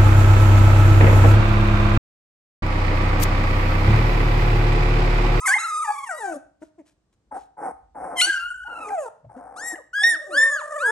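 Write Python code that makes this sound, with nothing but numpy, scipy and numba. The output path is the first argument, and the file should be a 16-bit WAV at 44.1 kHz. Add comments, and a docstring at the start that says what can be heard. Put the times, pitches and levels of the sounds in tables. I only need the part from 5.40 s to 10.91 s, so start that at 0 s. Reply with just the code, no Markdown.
"""Puppies on a carpet indoors, heard by a hand-held phone close above: over shaped-noise hush and low
rumble, harmonic stacks squeak and moan at once, noise knocks the floor, trembling whines join at 0.2 s.
From 1.2 s short sliding grunts and noise brushes; from 1.9 s hoarse rasps: uneven slaps ring a throat.
Cries recur to the end, a yelp cluster at 4.5 s. Delay lines add a small soft room; two ports pick it up."""
import sys
import numpy as np
from scipy import signal
from scipy.fft import rfft, irfft, next_fast_len
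from scipy.io import wavfile
from scipy.ndimage import uniform_filter1d
from numba import njit

SR = 44100
rng = np.random.default_rng(int(sys.argv[2]) if len(sys.argv) > 2 else 0)


def generate_wav(sig):
    """Save sig (samples, or channels by samples) to the path in sys.argv[1] as 16-bit PCM at SR."""
    pcm = np.round(np.clip(np.atleast_2d(sig).T, -1, 1) * 32767).astype(np.int16)
    wavfile.write(sys.argv[1], SR, pcm)


N = 242991

# colour of the room's quiet: f/Hz, relative density/dB
HUSH_COLOUR = [(53, -30), (90, -5), (341, -14.5), (987, -25), (2430, -37), (8830, -38.5), (10200, -52),
               (11100, -44.5), (12000, -45), (15600, -67.5), (22000, -120)]
HUSH_DB = -72.5
# low tremor of the hand that holds the phone: t/s, level/dB
RUMBLE_LEVEL = [(0.0, -77), (0.6, -80.5), (1.27, -70), (1.33, -81.5), (2.03, -63), (2.07, -77.5),
                (2.44, -59), (3.54, -66), (3.78, -85), (3.85, -65.5), (5.39, -83.5), (5.51, -65)]

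# open-mouth gain: f/Hz, gain/dB
MOUTH_GAIN = [(2500, -9.5), (3100, -20.5), (4000, -23), (5000, -20.5), (6000, -13.5), (7500, -10.5),
              (9000, -8), (10000, -10.5), (11000, -6.5), (12500, -32)]
# yelps, squeaks, falling cries: (voice, curve)
# voice: 3rd harmonic re 2nd/dB, left minus right/dB, unsteadiness/0-1
# curve: t/s, pitch/Hz, fundamental/dB, 2nd harmonic/dB, treble overtones before mouth/dB
CRY_CURVES = [ ((-9.5, 0, 0.21), [(0.0, 1185, -40.5, -51, -31.5), (.028, 1287, -36.5, -62, -41),
              (.052, 1254, -26, -47, -41), (.062, 1369, -30.5, -62, -26)]), ((-26, 0, .25),
              [(.056, 1025, -35.5, -23.5, -28.5), (.061, 1058, -25, -21, -21), (.071, 1063, -32, -19, -15),
              (.08, 759.3, -31, -19.5, -19), (.095, 760.7, -29.5, -17, -17.5),
              (.115, 826, -37.5, -18.5, -26.5), (.135, 894, -45.5, -24, -24.5),
              (.141, 1025, -35.5, -13.5, -31), (.161, 1094, -41, -26.5, -29), (.168, 1035, -44, -17.5, -29),
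              (.19, 1037, -52, -25.5, -41)]), ((-21.5, 3.5, 0.24), [(.705, 969.5, -54, -41, -48.5),
              (.747, 939, -49.5, -42.5, -43), (.795, 984, -51.5, -42.5, -40), (.843, 797.6, -29, -36, -41),
              (.919, 747, -37.5, -37.5, -44.5), (.947, 565.5, -31, -45.5, -41),
              (.975, 623, -44, -62, -52.5)]), ((0, 2, 0.088), [(2.755, 1052, -46, -60, -60),
              (2.771, 1056, -41, -37, -32.5), (2.8, 1000, -45.5, -20.5, -16.5),
              (2.811, 1060, -44.5, -20, -19), (2.818, 1427, -23, -19, -14),
              (2.845, 1471, -25.5, -21.5, -19), (2.867, 1541, -36.5, -34, -29.5)]), ((-9, 0, 0.28),
              [(3.5, 838, -56.5, -52.5, -53), (3.506, 785.3, -29.5, -41.5, -46.5),
              (3.534, 815, -24.5, -50, -48), (3.576, 668.3, -25.5, -44, -49),
              (3.628, 551.3, -32, -44.5, -44), (3.69, 414.4, -42, -31, -52.5)]), ((8.7, 3.8, 0.11),
              [(4.16, 1107, -40.5, -73.5, -42), (4.18, 1367, -40.5, -63.5, -40),
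              (4.228, 1828, -35.5, -59.5, -38), (4.276, 1908, -31.5, -54, -25.5),
              (4.334, 1860, -34, -60.5, -31), (4.352, 1670, -35, -78, -53)]), ((-8.5, 1.5, 0.13),
              [(4.53, 1401, -35.5, -57, -51), (4.556, 1623, -23.5, -42.5, -41.5),
              (4.624, 1698, -21, -29.5, -34), (4.638, 1795, -32, -37, -24)]), ((0.23, 0, 0.18),
              [(4.633, 1809, -19, -18.5, -29), (4.643, 1823, -10.5, -24, -32.5),
              (4.685, 1899, -16.5, -33.5, -26.5), (4.739, 1753, -22, -46, -28.5),
              (4.768, 1176, -41, -58, -67)]), ((-0.024, 1.1667, 0.14), [(4.905, 1167, -45, -62, -65),
              (4.957, 1568, -22.5, -37.5, -33.5), (4.981, 1741, -14, -32.5, -25),
              (5.041, 1820, -14.5, -40.5, -29.5), (5.097, 1796, -23, -53, -32),
              (5.161, 1656, -25, -52, -36), (5.193, 1411, -31.5, -50, -47), (5.228, 819, -37.5, -62, -71)]),
              ((-3.5, 0.5, 0.09), [(5.385, 1134, -47, -50, -35), (5.409, 1276, -30, -45.5, -69),
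              (5.439, 1529, -19.5, -49.5, -43), (5.461, 1630, -17, -49, -33.5),
              (5.51, 1731, -22, -44, -32.5)]), ]
# muffled moans, mouth shut: voice as for cries; curve: t/s, pitch/Hz, fundamental/dB, 2nd harmonic/dB
MOAN_CURVES = [ ((-18.5, -1, .2), [(.012, 958, -44.5, -60), (.028, 1017, -39.5, -51),
               (.048, 1133, -35.5, -51.5), (.058, 1140, -22, -41)]), ((-11.5, -3, 0.59),
               [(.08, 1136, -39.5, -30), (.11, 1094, -30.5, -35.5), (.134, 1009, -37, -37.5),
               (.164, 807, -22, -47), (.185, 964, -50.5, -48)]), ((-17, 2.5, .4),
               [(.42, 1186, -48.5, -43.5), (.458, 886, -31.5, -38.5), (.48, 841, -26.5, -33),
               (.512, 840.6, -21.5, -41), (.526, 848, -32, -47.5), (.62, 806, -64, -66.5)]),
               ((-19, 2.7, .24), [(.685, 800, -53, -55), (.695, 784, -31, -26.5), (.737, 623, -35.5, -33.5),
               (.769, 611, -40.5, -49.5), (.805, 453, -46.5, -39.5), (.893, 347, -36, -30.5),
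               (.977, 271.4, -38.5, -43), (1.0, 286, -70.5, -62.5)]), ((2.5, 3, 0.24),
               [(2.865, 1570, -32, -43), (2.879, 1565, -25, -52.5), (2.943, 1590, -26.5, -52),
               (2.993, 1575, -30, -60), (3.05, 1554, -50.5, -67)]), ((-17, 2.8, 0.98),
               [(4.353, 1042, -61, -43.5), (4.363, 935, -55, -44.5), (4.381, 685, -41, -49),
               (4.401, 498, -49, -56.5), (4.43, 512, -59, -62)]), ]
MUFFLED_TREBLE_DB = -15  # moans and grunts, re 2nd harmonic
# long trembling whines: curve as for cries
# voice: as for cries, then shiver of pitch/%, shiver rate/Hz, time of a crest/s
WHINE_CURVES = [ ((2.2, 0.89, 0.079, 3, 22.5, .25), [(.183, 1296, -17, -31, -47),
                (.193, 1304, -36.5, -44.5, -27), (.25, 1335, -25.5, -44.5, -31.5),
                (.291, 1288, -29, -55, -28), (.331, 1240, -25, -51, -34.5), (.431, 1242, -24, -55, -32.5),
                (.446, 1179, -28, -67, -38)]), ((-11.5, 1, 0.43, 3, 19.5, .585),
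                [(.44, 1210, -31.5, -50, -34), (.55, 1138, -35, -47, -40), (.614, 1097, -34, -44.5, -43),
                (.642, 1092, -37.5, -46.5, -43.5), (.695, 818, -47.5, -44, -44)]),
                ((-20, 1.5, 0.43, 1.6, 27, 2.5), [(2.863, 1544, -34, -50, -26),
                (2.899, 1627, -18, -42, -32.5), (2.925, 1529, -28.5, -41, -36),
                (3.001, 1369, -35, -42, -46), (3.069, 1428, -28.5, -42, -52),
                (3.103, 1470, -47, -52, -55)]), ((-19.5, 0, .5, 2.5, 21, 4),
                [(3.098, 1458, -29.5, -49, -54), (3.184, 1486, -40.5, -63.5, -57),
                (3.302, 1426, -32.5, -49.5, -59), (3.412, 1306, -38, -46.5, -50.5),
                (3.48, 1209, -38.5, -52, -49), (3.5, 910, -63.5, -44, -50)]),
                ((-5.5, 1, 0.35, 3.5, 20.5, 4), [(4.76, 600.6, -58, -65, -75),
                (4.81, 587.7, -44.5, -63.5, -60), (4.948, 582, -33.5, -42.5, -43),
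                (5.014, 525.7, -37.5, -41, -70), (5.122, 583, -40, -39, -70), (5.21, 606.3, -42, -40, -48),
                (5.386, 593.4, -33.5, -34.5, -45), (5.418, 575, -35.5, -43, -40.5),
                (5.46, 469.3, -38, -36, -52), (5.51, 449, -31, -30, -70)]), ]

# soft floor knocks: t/s, f/Hz, level before envelope/dB, envelope time (twice the time to peak)/s
FLOOR_KNOCKS = [(0.069, 304.6, -37.5, 0.012), (.155, 302.5, -49.5, 0.023), (.34, 320, -50.5, 0.0046),
                (0.498, 1230, -40, 0.0067), (1.22, 1530, -44, 0.0077), (1.385, 2000, -60, 0.017),
                (3.828, 124.2, -38.5, 0.042), (3.843, 599, -42, 0.013), (4.575, 1280, -39, 0.017),
                (4.636, 2200, -22.5, 0.0021)]
# paws and fur on carpet: t/s, length/s, level before envelope/dB
CARPET_BRUSHES = [(1.203, 0.11, -65.5), (1.453, 0.086, -63.5), (1.724, 0.029, -71), (1.939, 0.14, -60)]

# short low grunts: t/s, length/s, first pitch/Hz, last pitch/Hz, fundamental/dB,
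# 2nd harmonic re fundamental/dB, left minus right/dB
GRUNT_EVENTS = [(1.215, 0.03, 305, 320, -37, -4, 1.5), (1.378, 0.046, 366, 263.4, -44, -8, 1.5),
                (2.867, .04, 335, 336, -39, -14, 0), (3.241, 0.056, 760, 1005, -43.5, -20, 1.5),
                (3.455, .1, 430, 420, -42.5, 3, 0), (3.958, 0.049, 243, 277, -43, -4, 3),
                (4.323, 0.028, 310, 334, -37.5, -16.5, 0.5), (4.643, 0.065, 240, 260, -52.5, -6.5, -1.5),
                (4.71, 0.09, 310, 320, -52, 1.5, -0.5), (4.866, 0.14, 420, 231, -43, -5, 3)]
GRUNT_ATTACK_SHARE, GRUNT_RELEASE_SHARE = 0.2, 0.26  # of the length
GRUNT_EDGE_DB = -16.5  # both ends re hold
GRUNT_THIRD_DB, GRUNT_UNSTEADY = -12, 0.27  # 3rd harmonic re 2nd; unsteadiness 0-1

# hoarse rasps: t/s, length/s, level after attack/dB, level at crest/dB, level at end/dB,
# crest/share of length, nominal slap rate/Hz, settled sung pitch/Hz, sung power share/0-1, left minus right/dB
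RASP_EVENTS = [(1.909, .1, -37, -30, -53, .62, 165, 785, 0.7, 1.5),
               (2.167, .155, -39.5, -27.5, -35.5, .62, 165, 777, .5, 0.5),
               (2.544, .345, -39, -32, -39, 0.28, 165, 743.4, 0.5, 1),
               (3.272, 0.28, -42.5, -41, -39, 1, 290, 827, 0.2, 3),
               (3.888, .485, -47, -44.5, -42.5, 0.18, 90, 756.5, .45, 3),
               (4.612, 0.21, -40, -42.5, -60, .3, 165, 724.5, 0.6, 3.5)]
# throat resonances: f/Hz, width of each of two passes/Hz, gain/dB
THROAT_BANDS = [(175, 140, -20), (307, 85, -7), (491, 130, -6.5), (789, 360, -2), (1300, 130, -13.5),
                (1459, 180, -11.5), (2190, 180, -37.5)]
# bands the nose lets through: low f/Hz, high f/Hz, gain/dB
NOSE_BANDS = [(5040, 6300, -10.5), (8230, 10640, 3)]
RASP_ATTACK_S, RASP_START_DB = 0.0079, -16.5  # start re level after attack
RASP_JITTER, RASP_SCATTER_DB = 0.3, 2  # spread of log slap interval; of slap level
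RASP_ONSET_RISE, RASP_SETTLE_S = 0.25, 0.015  # sung pitch starts this share high, then settles
RASP_HISS_DB = -23.5  # re rasp level
RASP_LEAK_HZ = 125  # slap rate at which steady air equals the puffs

ROOM_T60_S, ROOM_DAMP, ROOM_DB = 0.41, 0.23, -15.5  # T60 before damping
ROOM_LOW_HZ = 428  # soft walls return little below this
# floor bounce, rows left and right: delay/ms, level/dB
FLOOR_BOUNCE = [(1.302, -28.5), (1.699, -22)]
# phase between ports: f/Hz, left lead/rad
PORT_LEAD = [(300, 0.5), (700, 1), (2000, 0.43), (3000, 1.5), (5000, 1.0), (6200, 0.93), (7600, 0.5),
             (8790, 2.35), (10900, -11), (12000, -1)]
TOP_HZ = 12000


def undb(db):
    """dB to amplitude ratio."""
    return 10 ** (np.asarray(db) / 20)


def unit(x):
    """Scales to RMS 1."""
    return x / np.sqrt(np.mean(x ** 2))


def band(x, hz, width_hz):
    """A resonance with gain 1 at its centre."""
    return signal.lfilter(*signal.iirpeak(hz, hz / width_hz, SR), x)


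def flutter(size, rate_hz):
    """Smooth chance that changes about rate_hz times a second, RMS 1."""
    k = max(int(SR / rate_hz), 1)
    noise = rng.standard_normal(size)
    return unit(uniform_filter1d(uniform_filter1d(noise, k), k))


def spread(table):
    """First sample, times and columns of a curve table, and a gate with 5 ms edges."""
    rows = np.array(table, float)
    t = np.arange(int(max(rows[0, 0], 0) * SR), min(int(rows[-1, 0] * SR), N)) / SR
    gate = np.clip(np.minimum(t - t[0], t[-1] - t) / 0.005, 0, 1)
    columns = [np.interp(t, rows[:, 0], c) for c in rows[:, 1:].T]
    return round(t[0] * SR), t, columns, gate


def add(out, start, x, pan_db):
    """Places a sound between left and right by level difference."""
    stop = min(start + len(x), N)
    gains = undb(np.array([[0.5], [-0.5]]) * pan_db)
    out[:, start:stop] += (x * gains)[:, :stop - start]


def hush():
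    """Coloured noise, wider in the treble, over a wandering rumble nearly alike at both ports."""
    f = np.maximum(np.fft.rfftfreq(N, 1 / SR), 1)
    table_hz, table_db = np.transpose(HUSH_COLOUR)
    colour = undb(np.interp(np.log(f), np.log(table_hz), table_db)) * (f > 90)
    mid = irfft(rfft(rng.standard_normal(N)) * colour, N)
    side = irfft(rfft(rng.standard_normal(N)) * colour * np.clip(f / 2000, 0.2, 1), N)
    stereo = mid + side * np.array([[1], [-1]])
    air = stereo / np.std(mid) * undb(HUSH_DB + 0.54 * flutter(N, 8))
    low = rng.standard_normal(N) + 0.2 * rng.standard_normal((2, N))
    for _ in range(3):
        low = band(low, 57, 34)
    return air + unit(low) * undb(np.interp(np.arange(N) / SR, *np.transpose(RUMBLE_LEVEL)))


def mouth(hz):
    """Gain of the open mouth over frequency."""
    table_hz, table_db = np.transpose(MOUTH_GAIN)
    return undb(np.interp(np.log(hz), np.log(table_hz), table_db, left=-60, right=-90))


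def cry(t, hz, first_db, second_db, third_db, treble_db, unsteady, shiver_pct=0, shiver_hz=1, crest_s=0):
    """Vocal folds sing a harmonic stack; the shivering body shakes pitch and level, breath leaks past."""
    shake = np.cos(2 * np.pi * shiver_hz * (t - crest_s)) * (1 + 0.25 * flutter(len(t), 12))
    hz = uniform_filter1d(hz, size=220, mode="nearest")  # folds cannot turn a sharp corner
    hz = hz * (1 + shiver_pct / 100 * shake + 0.022 * unsteady * flutter(len(t), 300))
    phase = 2 * np.pi * np.cumsum(hz) / SR
    voice = np.zeros(len(t))
    for k, db in enumerate((first_db, second_db, third_db), 1):
        voice += undb(db) * np.sin(k * phase + k)
    lips_hz = 2000 * np.clip((hz / 800) ** 3, 1, 3)  # high cries part the lips, low ones stay muffled
    for k in range(4, 27):
        # overtones fade from the third; the mouth lifts them again, each coming and going
        fade = undb(third_db - 14 * (k - 3)) / (1 + (k * hz / lips_hz) ** 8)
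        lift = undb(treble_db + 5 * flutter(len(t), 30)) * mouth(k * hz) * np.sqrt(hz / 3000)
        voice += (fade + lift) * np.sin(k * phase + 0.39 * k * k)
    f = np.fft.rfftfreq(len(t), 1 / SR) + 1
    breath_gain = mouth(f) / (1 + (4200 / f) ** 4)
    air = irfft(rfft(rng.standard_normal(len(t))) * breath_gain, len(t))
    breath = unit(air) * undb(treble_db - 15 + 14 * min(unsteady, 0.6))
    tremble = 1 + 0.033 * shiver_pct * shake + unsteady * flutter(len(t), 150)
    return np.sqrt(2) * voice * tremble + breath


def knocks(out):
    """Dull floor knocks: noise through a doubled resonance, quick swell and decay."""
    for s, hz, db, envelope_s in FLOOR_KNOCKS:
        t = np.arange(int(3 * envelope_s * SR)) / SR
        noise = rng.standard_normal(len(t))
        ring = unit(band(band(noise, hz, hz / 3), hz, hz / 3))
        envelope = t / envelope_s * np.exp(1 - 2 * t / envelope_s)
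        add(out, int(s * SR), undb(db) * ring * envelope, 1.5)


def brushes(out):
    """Paws and fur rub the carpet: short uneven humps of broad noise."""
    for s, length_s, db in CARPET_BRUSHES:
        size = int(length_s * SR)
        hump = np.sin(np.pi * np.linspace(0, 1, size) ** 0.6) * (1 + 0.3 * flutter(size, 300))
        noise = rng.standard_normal(size)
        rub = unit(band(noise, 800, 1100) + 1.5 * noise)
        add(out, int(s * SR), hump * undb(db) * rub, 1.5)


def grunt(s, length_s, first_hz, last_hz, db, second_db):
    """Curve of a grunt: quick swell, hold, fade, the pitch sliding evenly."""
    share = np.array([0, min(GRUNT_ATTACK_SHARE, 0.45), 1 - min(GRUNT_RELEASE_SHARE, 0.45), 1])
    level_db = db + GRUNT_EDGE_DB * np.array([1, 0, 0, 1])
    pitch_hz = first_hz + (last_hz - first_hz) * share
    return np.c_[s + length_s * share, pitch_hz, level_db, level_db + second_db]


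def rasp(t, level_db, rate_hz, sung_hz, sung):
    """Folds slap shut unevenly and ring the throat; part sings near its main resonance; slaps let air hiss."""
    chance = rng.standard_normal((len(t) // 100, 2))
    at = np.cumsum(SR / rate_hz * np.exp(RASP_JITTER * chance[:, 0])).astype(int)
    inside = at < len(t)
    slaps = np.zeros(len(t))
    slaps[at[inside]] = undb(RASP_SCATTER_DB * chance[inside, 1])
    puff = unit(signal.lfilter([1], [1, -0.985], slaps))

    drive = unit(slaps) + (0.93 + 0.31 * puff) * rng.standard_normal(len(t))
    throat = np.zeros(len(t))
    for k, (hz, width_hz, db) in enumerate(THROAT_BANDS):
        throat += (-1) ** k * undb(db) * band(band(drive, hz, width_hz), hz, width_hz)
    throat *= 1 + 0.22 * flutter(len(t), 25)
    shut_mouth = signal.butter(8, 2250, fs=SR, output="sos")  # passes no treble
    throat = signal.sosfilt(shut_mouth, throat)

    settle = RASP_ONSET_RISE * np.exp(-(t - t[0]) / RASP_SETTLE_S)
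    pitch_hz = sung_hz * (1 + settle + 0.04 * flutter(len(t), 40))
    tone = np.sqrt(2) * np.sin(2 * np.pi * np.cumsum(pitch_hz) / SR)
    tone *= 1 + 0.33 * flutter(len(t), 200)

    leak = (rate_hz / RASP_LEAK_HZ) ** 2  # the faster the slaps, the less the folds seal between them
    air = rng.standard_normal(len(t)) * (leak + puff)
    hiss = np.zeros(len(t))
    for low_hz, high_hz, db in NOSE_BANDS:
        nose = signal.butter(3, [low_hz, high_hz], "band", fs=SR, output="sos")
        hiss += undb(db) * signal.sosfilt(nose, air)
    opening = 1 - np.exp(-(t - t[0]) / 0.018)  # the air takes a moment to flow

    sung = np.clip(sung, 0, 1)
    body = np.sqrt(1 - sung) * unit(throat) + np.sqrt(sung) * tone
    return undb(level_db) * (body + opening * undb(RASP_HISS_DB) * unit(hiss))


@njit
def walls(x, lags, gain, damp):
    """Eight delay lines that feed each other, duller on every round."""
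    line, soft, out = np.zeros((8, 4096)), np.zeros(8), np.zeros((2, len(x)))
    for i in range(len(x)):
        total = 0.
        for k in range(8):
            soft[k] += (1 - damp) * (gain[k] * line[k, (i - lags[k]) & 4095] - soft[k])
            total += soft[k]
            out[k % 2, i] += soft[k]
        for k in range(8):
            line[k, i & 4095] = x[i] + soft[k] - total / 4
    return out


def room(dry):
    """Soft room: the mono sum, thinned in the bass, rings in the delay lines."""
    lags = np.array([541, 683, 829, 1031, 1237, 1493, 1777, 2083])  # samples
    high_pass = signal.butter(1, ROOM_LOW_HZ, "high", fs=SR)
    sent = signal.lfilter(*high_pass, dry.mean(axis=0)) + 1e-18  # offset avoids denormals
    return undb(ROOM_DB) * walls(sent, lags, undb(-60 * lags / SR / ROOM_T60_S), ROOM_DAMP)


def voices(out):
    """Cries, moans, whines and grunts, all sung by the same folds."""
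    muffled = list(MOAN_CURVES)
    for *event, pan_db in GRUNT_EVENTS:
        muffled.append(((GRUNT_THIRD_DB, pan_db, GRUNT_UNSTEADY), grunt(*event)))
    calls = list(CRY_CURVES) + list(WHINE_CURVES)
    for voice, table in muffled:
        treble_db = np.array(table)[:, 3] + MUFFLED_TREBLE_DB
        calls.append((voice, np.c_[table, treble_db]))
    for (third_db, pan_db, *voice), table in calls:
        start, t, (hz, first_db, second_db, treble_db), gate = spread(table)
        sound = cry(t, hz, first_db, second_db, second_db + third_db, treble_db, *voice)
        add(out, start, gate * sound, pan_db)


def rasps(out):
    """Each rasp follows attack, crest and end levels, linear in dB."""
    for s, length_s, early_db, crest_db, end_db, crest, rate_hz, sung_hz, sung, pan_db in RASP_EVENTS:
        curve = [(s, early_db + RASP_START_DB), (s + RASP_ATTACK_S, early_db),
                 (s + crest * length_s, crest_db), (s + length_s, end_db)]
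        start, t, (level_db,), gate = spread(curve)
        add(out, start, gate * rasp(t, level_db, rate_hz, sung_hz, sung), pan_db)


def scene():
    """Direct sounds, their room and the hush."""
    direct = np.zeros((2, N))
    voices(direct)
    knocks(direct)
    brushes(direct)
    rasps(direct)
    return direct + room(direct) + hush()


def record(dry):
    """Each port hears its own floor bounce and turns the phase its own way; the phone cuts the top."""
    size = next_fast_len(N + 512)
    f = np.fft.rfftfreq(size, 1 / SR)
    bounce = np.array([1 + undb(db) * np.exp(-2j * np.pi * f * ms / 1000) for ms, db in FLOOR_BOUNCE])
    treble = undb(-8 / (1 + (9700 / (f + 1)) ** 40))  # steep 8 dB treble shelf near 9.7 kHz
    lead_rad = np.interp(f, *np.transpose(PORT_LEAD), left=0)
    turn = np.exp(0.5j * np.array([lead_rad, -lead_rad]))
    heard = irfft(rfft(dry, size) * bounce * treble * turn, size)[:, :N]
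    top_cut = signal.ellip(10, 0.2, 50, TOP_HZ, fs=SR, output="sos")
    return signal.sosfilt(top_cut, heard)


dry = scene()
out = record(dry)
generate_wav(out)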